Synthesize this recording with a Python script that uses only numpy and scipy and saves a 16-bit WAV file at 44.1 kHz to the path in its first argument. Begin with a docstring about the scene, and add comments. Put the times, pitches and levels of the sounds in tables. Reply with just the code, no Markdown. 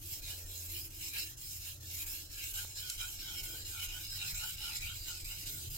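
"""Gritty hiss comes first, over a hum and a low drone: a steel knife is pushed and pulled along a wet whetstone
on a sink's draining board, close to a stereo microphone. Coloured noise makes the grit's hiss and rings the blade,
whose modes glide and fade as the contact slides. At each turn of the hands the hiss sinks for an instant
and decaying sines thump the counter. Two cracks and a dull tick stand out;
a wavering sine and filtered noise fill the kitchen."""
import sys
import numpy as np
from scipy import signal
from scipy.io import wavfile
from scipy.ndimage import uniform_filter1d

SR = 44100
rng = np.random.default_rng(int(sys.argv[2]) if len(sys.argv) > 2 else 0)


def bounce(signal):
    """Save signal as a 16-bit WAV file at the path given by the first command-line argument."""
    frames = np.transpose(np.atleast_2d(signal))
    limited = np.clip(frames, -1, 1)
    pcm = np.round(limited * 32767).astype(np.int16)
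    wavfile.write(sys.argv[1], SR, pcm)


N = 254456
SIZE, HOP = 2048, 256  # spectral frame and step [samples]
HZ = np.fft.rfftfreq(SIZE, 1 / SR)[:, None]
FRAME_S = np.arange(-(-N // HOP) + 1) * HOP / SR
T = np.arange(N) / SR

# the kitchen's hum: (time [s], pitch [Hz], level before its waver [dB])
HUM = [(0.0, 86.2, -59), (0.72, 86.5, -51), (1.01, 87.7, -62), (1.3, 88.8, -62), (1.38, 89.7, -85),
       (1.49, 85.75, -58.5), (1.96, 86.8, -53), (2.45, 90, -73), (2.57, 90.3, -57), (3.05, 89.5, -63),
       (3.15, 89.1, -58.5), (3.6, 89.6, -58.5), (4.39, 90.1, -55.5), (4.46, 89.4, -67), (5.22, 88.9, -56),
       (5.77, 91.3, -61.5)]
# swelling drone: (time [s], middle band [dB], upper band [dB], bass band [dB])
DRONE = [(0.0, -66, -81, -62), (0.35, -72, -65.5, -69), (0.8, -67, -74.5, -65), (1.65, -74.5, -87, -66.5),
         (1.8, -70, -72.5, -61.5), (2.96, -73, -78, -69.5), (3.3, -67.5, -79.5, -59),
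         (3.52, -65.5, -63.5, -64), (3.76, -69.5, -78, -67), (4.3, -75, -86, -57.5),
         (5.35, -71.5, -77, -64), (5.53, -59.5, -74, -63), (5.77, -71.5, -74, -59)]
# colour of the room's rumble: (frequency [Hz], relative density [dB per Hz])
RUMBLE_COLOUR = [(11, -9), (18, 8), (96, 12), (148, -4), (220, -62), (314, -13), (422, -31), (718, -15),
                 (792, -20.5), (1300, -16.5), (1640, -14), (1850, -36), (2000, -48), (2600, -94),
                 (4400, -120)]
RUMBLE_DB = -57.5
# likeness of the two microphone ports: (frequency [Hz], likeness [0-1])
PORT_LIKENESS = [(100, 1), (250, 1), (500, 0.57), (1300, 0.42), (2400, 0.077), (4400, 0.51), (6000, 0.1),
                 (15000, 0.045)]
# phase between the ports: (frequency [Hz], lead of the left [radians])
LEFT_LEAD = [(0, -0.5), (860, 0.77), (1210, 4), (1720, -1.5), (2330, -0.76), (3270, 12.5), (3530, 13.5),
             (4310, 17), (5080, 19), (7840, 8.5), (8960, 19), (10600, 13), (14200, 28.5), (16500, 7)]
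# balance of the ports: (frequency [Hz], left minus right [dB])
PORT_TILT = [(60, 3), (92, -1.5), (140, 0.5), (210, -5.5), (330, 8), (500, 2.5), (770, 1.5), (1170, -0.5),
             (1790, 6), (2740, -2), (4190, -0.5), (6410, -3.5), (9810, -1.5), (15000, -0.5)]

# modes of the counter: (frequency [Hz], level relative to the thump [dB], t60 [s])
COUNTER_MODES = [(31.96, 4, 0.5), (47, -1, 0.11), (78, -10, .07)]
# dull tick, stronger on the left: (time [s], left peak [dB])
TICKS = [(2.6498, -36)]
# the edge catches a coarse grain: (time [s], level [dB], t60 of the crack [s])
SNAPS = [(2.8986, -23, .016), (4.7644, -36, .025)]

# each stroke starts where the blade reverses, pushes and pulls in turn; levels before fades and lifts:
# (start [s], thump [dB], fall of the hiss in the pause [dB], hiss [dB], swell of the hiss over the stroke [dB],
#  ring of the low, middle, high and top modes [dB each], top of the middle glide [Hz])
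STROKES = [(0.0, -54, 4.9, -49, -1.5, -90, -69, -55.5, -55, 3100.0),
           (0.206, -48, 6.6, -49, 6, -72, -54.5, -51.5, -53, 2930.0),
           (0.444, -46.5, 4.3, -48.5, 1, -76, -71, -56.5, -51, 3140.0),
           (0.675, -49, 3.6, -46.5, 4, -82, -60, -52.5, -55, 3053),
           (0.889, -55, 4.3, -51, 3, -81, -57.5, -56, -54, 3000),
           (1.119, -65, 6, -49.5, -5, -70.5, -48, -53, -53, 2700),
           (1.356, -64, 8.7, -49.5, 0.5, -92, -71, -54.5, -54, 3060),
           (1.587, -61, 3.5, -51.5, -4, -80.5, -59.5, -56, -53.5, 2730),
           (1.789, -68, 5.5, -47.5, 16, -80, -58.5, -53, -52.5, 2800),
           (2.047, -48, 8.7, -48, -16.5, -73.5, -53.5, -54.5, -52.5, 2740),
           (2.289, -52.5, 3.9, -47, 7, -68, -50, -51, -47, 2640),
           (2.524, -48, 7.6, -48, -12.5, -62, -56, -53, -49, 3140),
           (2.74, -56, 4.4, -49.5, 6.5, -64, -50.5, -52.5, -48.5, 3200),
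           (2.964, -46, 5, -49.5, -1, -61, -52, -54.5, -51, 3140.0),
           (3.182, -50, 4.5, -49.5, 9, -59, -48.5, -50, -52.5, 3230.0),
           (3.418, -46, 6.3, -48.5, -5, -56, -50, -52, -51, 3270.0),
           (3.635, -51, 6, -49.5, 4.5, -57.5, -51.5, -52, -50.5, 3000),
           (3.871, -43.5, 5.6, -49.5, 6, -56, -48.5, -52, -50.5, 3070),
           (4.081, -47.5, 3.9, -47.5, -1, -58.5, -48, -48, -48, 2890.0),
           (4.33, -44, 7.8, -47.5, 2, -55, -50, -50.5, -50, 3040),
           (4.556, -52, 4, -50, -1, -54.5, -48.5, -50.5, -52.5, 2990),
           (4.793, -45.5, 8, -50, 1, -58, -49, -51.5, -49.5, 2930),
           (5.001, -47, 4, -52, -3, -64.5, -56.5, -51, -50, 2970.0),
           (5.231, -43, 8, -49, 5, -68, -56.5, -52.5, -50.5, 2970),
           (5.446, -47, 7, -49, -5.5, -63.5, -64.5, -53, -51, 3270.0),
           (5.687, -46, 7.9, -47, 4, -73, -70, -60, -57, 3290)]
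LAST_END_S = 5.9
# spread of the dip at a turn, and how long after the turn it is deepest
PAUSE_S, PAUSE_LATE_S = 0.0078, 0.0091
# part of the edge on the stone:
# (time [s], place [0 heel - 1 tip], middle glide at the far end [Hz], high gliding mode [Hz])
EDGE_PART = [(0, 0.058, 2480, 5200), (1.1, .03, 2450, 5150), (2.1, 0.045, 2800, 5280),
             (2.9, 0.74, 3000, 5150), (3.42, 0.84, 3160, 5220), (3.87, 0.8, 2880, 5100),
             (4.33, 0.91, 2324, 5300), (4.79, 1, 2290, 4950), (5.25, 0.89, 2300, 5000),
             (5.77, 1, 2790, 4900)]
# the edge bites into a coarser patch of stone:
# (time [s], lift of the low and middle modes [dB], lift of the high and top modes [dB])
BITES = [(0.139, 5, 6), (0.311, 8.5, 5), (.778, 13, 1), (1.03, 5, 4), (1.075, 3, 6), (1.165, 7, 1),
         (1.21, 1, 8.5), (1.541, 9, 3), (1.676, 10.5, 4), (2.005, 12, 1), (2.145, 2.5, 2.5),
         (2.41, 5, -1.5), (2.592, 10, 3), (2.782, 5.5, 6.5), (.565, -2, 1.5), (3.023, 10, 4.5),
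         (3.203, 4.5, 4.5), (3.387, 3, 1), (3.512, -2, -0.5), (3.662, 1, 3), (3.84, 9, 4), (4.235, 5, -1),
         (4.29, 0.5, 4), (4.385, 2.5, 4.5), (4.44, 3.5, 1), (4.649, 2.5, 3), (4.769, 0, 5.5),
         (4.835, 3, 1.5), (4.899, 1, -1.5), (5.096, 10.5, 4.5), (5.318, 8.5, 0), (5.473, 14, 6),
         (5.757, 11.5, 4)]
BITE_S, BITE_HISS = 0.027, 0.6  # spread in time; share of the upper lift that reaches the hiss

# colour of the bare grit: (frequency [Hz], relative density [dB per Hz])
GRIT_COLOUR = [(1000, -25), (1800, -25.5), (2300, -10), (3000, -7.5), (4100, -16), (4700, -12.5),
               (5800, -11), (7300, -9), (9600, -9.5), (11600, -1), (13500, 0), (15800, -1.5)]
# hiss fade at the near end of the stone (heel dB, tip dB); reach as share of the stone
NEAR_FADE_DB, NEAR_REACH = (-8.5, -3), 0.13
HUMP_DB, HUMP_PER_DB, USUAL_HISS_DB = 7, -0.44, -49.5  # lower treble over the bare grit; its answer to the hiss

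# blade modes beside the gliding ones, one table a group:
# (frequency [Hz], width [Hz], level within the group before it wanders [dB])
LOW_MODES = [(738, 22, -17.5), (874, 73, -12.5), (1377, 44, -5.5)]
MIDDLE_MODES = [(2230, 60, -9), (2445, 70, -9), (3150, 90, -12), (3880, 200, -7)]
HIGH_MODES = [(4127, 514, -2.5), (5513, 38, -0.5)]
TOP_MODES = [(6304, 114, -5.5), (6426, 220, -6), (7370, 380, -0.5), (7810, 1300, -8.5)]
# rows for low, middle, high and top modes; place is where on the stone, change is one stone away from there:
# (place at heel [0 near - 1 far], change at heel [dB], place at tip [0-1], change at tip [dB])
RING_PLACES = [(.75, 10, 0.53, -65), (.75, -66.5, 0.64, -7.5), (.75, -14.5, .3, 2), (.8, -13.5, 1, -1)]
LOW_HZ, LOW_NEAR_RISE_HZ = (1664, 1397), 216  # low glide at heel and tip; rise towards the near end
MIDDLE_NEAR_HZ, MIDDLE_TOP_PLACE = 2800, .52  # the middle glide runs from the near end to its turning place
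HIGH_WANDER_HZ = 80  # rms


def amp(db):
    """Amplitude factor of a level in dB."""
    return 10 ** (np.asarray(db) / 20)


def intensity(db):
    """Power factor of a level in dB."""
    return amp(2 * np.asarray(db))


def evened(x):
    """Scales a signal to rms 1."""
    return x / np.sqrt(np.mean(x ** 2) + 1e-20)


def smoothed_twice(x, span):
    """Two running means in a row."""
    return uniform_filter1d(uniform_filter1d(x, span), span)


def read(points, hz):
    """Reads a curve between its points on a logarithmic frequency scale."""
    f, value = np.transpose(points)
    return np.interp(np.log(hz + 1), np.log(f + 1), value)


def over_time(table):
    """Reads every column after the time of a table at each frame."""
    s, *columns = np.transpose(table)
    return [np.interp(FRAME_S, s, column) for column in columns]


def add(mix, s, sound):
    """Lays a sound into the mix at s seconds, cut at the end."""
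    part = mix[..., round(s * SR):][..., :sound.shape[-1]]
    part += sound[..., :part.shape[-1]]


def drift(count, seconds):
    """Rows of slow chance at frame rate, rms 1."""
    span = max(round(seconds * SR / HOP), 1)
    return evened(smoothed_twice(rng.standard_normal((count, len(FRAME_S))), span))


def mode(hz, width):
    """Power response of a steep resonance, top 1."""
    return 1 / (1 + (2 * (HZ - hz) / width) ** 2) ** 1.276


def unit(power):
    """Scales each frame's power response so that white noise of rms 1 keeps rms 1."""
    return power / power.mean(0)


def coloured(pair, power):
    """Colours two unrelated drives and blends them into what the two microphone ports pick up."""
    left, other = signal.stft(pair, nperseg=SIZE, noverlap=SIZE - HOP)[2]
    same = read(PORT_LIKENESS, HZ)
    right = same * left + np.sqrt(1 - same ** 2) * other
    right = right * np.exp(-1j * read(LEFT_LEAD, HZ))
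    tilt = amp(read(PORT_TILT, HZ) / 2)  # half on each side
    ports = np.array([left * tilt, right / tilt]) * np.sqrt(power)
    return signal.istft(ports, nperseg=SIZE, noverlap=SIZE - HOP)[1][:, :N]


def hum():
    """A single sine whose pitch wanders and whose level wavers."""
    s, hz, db = np.transpose(HUM)
    waver_db = 0.89 * np.interp(T, FRAME_S, drift(1, 0.031)[0])
    level = np.sqrt(2) * amp(np.interp(T, s, db) + waver_db)
    return level * np.sin(2 * np.pi * np.cumsum(np.interp(T, s, hz)) / SR)


def drone_and_rumble():
    """White noise through swelling resonant bands and the room's low colour, streaked by slow chance."""
    middle_db, upper_db, bass_db = over_time(DRONE)
    bands = unit(mode(316, 51)) * intensity(middle_db)
    bands += unit(mode(500, 280)) * intensity(upper_db)
    bands += unit(mode(135.6, 20) + intensity(3) * mode(115.0, 20)) * intensity(bass_db)
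    rumble = unit(intensity(read(RUMBLE_COLOUR, HZ)) * (HZ < 3000)) * intensity(RUMBLE_DB)
    streaks = intensity(2.75 * drift(len(HZ), 0.23))
    return coloured(rng.standard_normal((2, N)), (bands + rumble) * streaks)


def thumps(cycles=0.21):
    """Each reversal shoves the stone; the counter rings, its deepest modes swelling last."""
    t, out = np.arange(SR // 2) / SR, np.zeros(N)
    ring = np.zeros(len(t))
    for hz, db, t60 in COUNTER_MODES:
        onset = 1 - np.exp(-t * hz / cycles)
        ring += amp(db - 60 * t / t60) * np.sin(2 * np.pi * hz * t) * onset
    for s, db, *_ in STROKES:
        add(out, s, amp(db) * ring)
    return out


def ticks():
    """A dull tick: one pulse that peaks after 0.1 ms and dies away, 9 dB weaker on the right."""
    t, out = np.arange(SR // 6) / SR, np.zeros((2, N))
    pulse = t / .0001 * np.exp(1 - t / .0001)
    for s, db in TICKS:
        add(out, s, amp([[db], [db - 9]]) * pulse)
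    return out


def snaps():
    """A caught grain gives a bright crack of noise and leaves the blade's upper modes ringing."""
    t, out = np.arange(SR // 6) / SR, np.zeros((2, N))
    bright = signal.butter(4, [2600, 14000], "bandpass", fs=SR, output="sos")
    for s, db, t60 in SNAPS:
        burst = amp(db - 60 * t / t60)
        tail = amp(db - 19 - 60 * t / .14)
        shape = (burst + tail) * (1 - np.exp(-t / .0012))
        crack = signal.sosfilt(bright, rng.standard_normal((2, len(t))) * shape)
        ring = np.zeros((2, len(t)))
        for hz, _, mode_db in HIGH_MODES + TOP_MODES:
            phase = rng.uniform(0, 2 * np.pi, (2, 1))
            ring += amp(mode_db - 60 * t / (2.8 * t60)) * np.sin(2 * np.pi * hz * t + phase)
        add(out, s, crack + amp(db - 14) * ring)
    return out


def motion():
    """For each frame: the stroke's row, how far it has run (0-1) and the place on the stone (0 near, 1 far)."""
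    turns = np.append(np.transpose(STROKES)[0], LAST_END_S)
    run = np.interp(FRAME_S, turns, np.arange(len(turns)))
    which = np.minimum(run.astype(int), len(STROKES) - 1)
    done = run - which
    reach = np.where(which % 2, 1 - done, done)  # every second stroke comes back
    place = (reach + np.sin(np.pi * reach / 2) ** 2) / 2  # the hands slow down towards a turn
    return np.array(STROKES)[which].T, done, place


def bites():
    """A coarser patch lifts the lower and the upper modes for a moment, as a bell-shaped bump in dB."""
    when, *lifts = np.transpose(BITES)
    bumps = np.exp(-.5 * ((FRAME_S - when[:, None]) / BITE_S) ** 2)
    return np.array(lifts) @ bumps


def pauses():
    """Fall of the hiss around each turn in dB; it sinks into the pause and returns faster."""
    fall_db = np.zeros(N)
    for turn, _, db, *_ in STROKES:
        late = (T - turn - PAUSE_LATE_S) / PAUSE_S
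        fall_db += db * np.exp(-.5 * (late * np.where(late > 0, 1.8, .7)) ** 2)
    return fall_db


def grit(spread_db=0.5, chatter_db=0.78):
    """Dense grains of uneven size tear at the edge; the pressure chatters."""
    sizes = amp(spread_db * np.minimum(rng.exponential(1, (2, N)), 5))
    chatter = evened(smoothed_twice(rng.standard_normal(N), 200))
    return evened(rng.standard_normal((2, N)) * sizes * amp(chatter_db * chatter))


def bare_grit(hiss_db):
    """Colour of the grit without the blade; a broad lower-treble hump follows the hiss only in part."""
    bare = intensity(read(GRIT_COLOUR, HZ)) * (HZ > 900)
    bare = bare / (bare * (HZ > 11000)).mean()  # the treble above 11 kHz sets the level
    # relative to the rest, the hump sinks as the hiss grows
    hump_db = HUMP_DB + HUMP_PER_DB * (hiss_db - USUAL_HISS_DB)
    return bare * intensity(hump_db * mode(6060, 7700))  # the resonance shapes the lift in dB


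def flicker(patchy_db=2.5, streaky_db=4.0, gain_db=1.5):
    """Thin streaks of chance flicker in level over broader patches of chance, with a fixed gain."""
    patches = evened(uniform_filter1d(drift(len(HZ), .04), size=16, axis=0))
    streaks = evened(uniform_filter1d(drift(len(HZ), 0.053), size=2, axis=0))
    streaks = streaks / (1 + HZ / 12000)  # calmer towards the treble
    return intensity(patchy_db * patches + streaky_db * streaks + gain_db)


def rasp(wander_db=2.0, pressure_db=1.14, ring_sway_db=0.94):
    """The grit is heard bare and through the blade's modes, which glide and fade as the contact moves."""
    (_, _, _, level_db, swell_db, *rings, glide_hz), done, place = motion()
    part, far_hz, high_hz = over_time(EDGE_PART)
    lower_db, upper_db = bites()

    def blend(heel, tip):
        """Mixes heel and tip settings by the part of the edge on the stone."""
        return heel + (tip - heel) * part

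    def eased(x):
        """Rounds off jumps between strokes."""
        return uniform_filter1d(x, size=4)

    near_fade_db = blend(*NEAR_FADE_DB) * np.exp(-place / NEAR_REACH)
    hiss_db = eased(level_db + swell_db * (done - .5) + near_fade_db)
    hiss_db = hiss_db + BITE_HISS * upper_db + pressure_db * drift(1, .025)[0]

    # ring of each group relative to the hiss
    ring_db = []
    lifts, sways = (lower_db, lower_db, upper_db, upper_db), drift(4, .03)
    for db, (heel, heel_db, tip, tip_db), lift, sway in zip(rings, RING_PLACES, lifts, sways):
        away_db = blend(heel_db, tip_db) * (place - blend(heel, tip)) ** 2
        ring_db.append(eased(db + away_db) + lift - 3.0 + ring_sway_db * sway - hiss_db)
    ring_db[0] = np.minimum(ring_db[0], -3)  # the low modes never drown the hiss

    low_hz = blend(*LOW_HZ) + LOW_NEAR_RISE_HZ * (1 - place) ** 3
    top = MIDDLE_TOP_PLACE
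    beyond_hz = glide_hz + (far_hz - glide_hz) * (place - top) / (1 - top)
    before_hz = glide_hz + (MIDDLE_NEAR_HZ - glide_hz) * (1 - place / top)
    middle_hz = np.where(place > top, beyond_hz, before_hz)
    high_hz = high_hz + HIGH_WANDER_HZ * drift(1, 0.079)[0]
    glides = mode(low_hz, 66), intensity(-2.5) * mode(middle_hz, 200), mode(high_hz, 290), 0  # none on top

    power = bare_grit(hiss_db)
    groups = LOW_MODES, MIDDLE_MODES, HIGH_MODES, TOP_MODES
    for modes, db, response in zip(groups, ring_db, glides):
        wanders = wander_db * drift(len(modes), 0.03)
        for (hz, width, mode_db), wander in zip(modes, wanders):
            response = response + intensity(mode_db + wander) * mode(hz, width)
        power = power + intensity(db) * unit(response)
    sound = coloured(grit(), power * flicker()) * amp(np.interp(T, FRAME_S, hiss_db))

    # the low modes ring on through the pause
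    low_pass = signal.butter(4, 2000, fs=SR, output="sos")
    deep = signal.sosfiltfilt(low_pass, sound)
    fall_db = pauses()
    return (sound - deep) * amp(-fall_db) + deep * amp(-.3 * fall_db)


def scene():
    """The kitchen behind, the counter and the catches of the edge, and the rasp of the blade in front."""
    return hum() + drone_and_rumble() + thumps() + ticks() + snaps() + rasp()


def record(dry):
    """The band limit of the recorder: a steep low-pass at 15950 Hz."""
    low_pass = signal.firwin(801, 15950, window=("kaiser", 10), fs=SR)
    return signal.oaconvolve(dry, low_pass[None], "same")


dry = scene()
out = record(dry)
bounce(out)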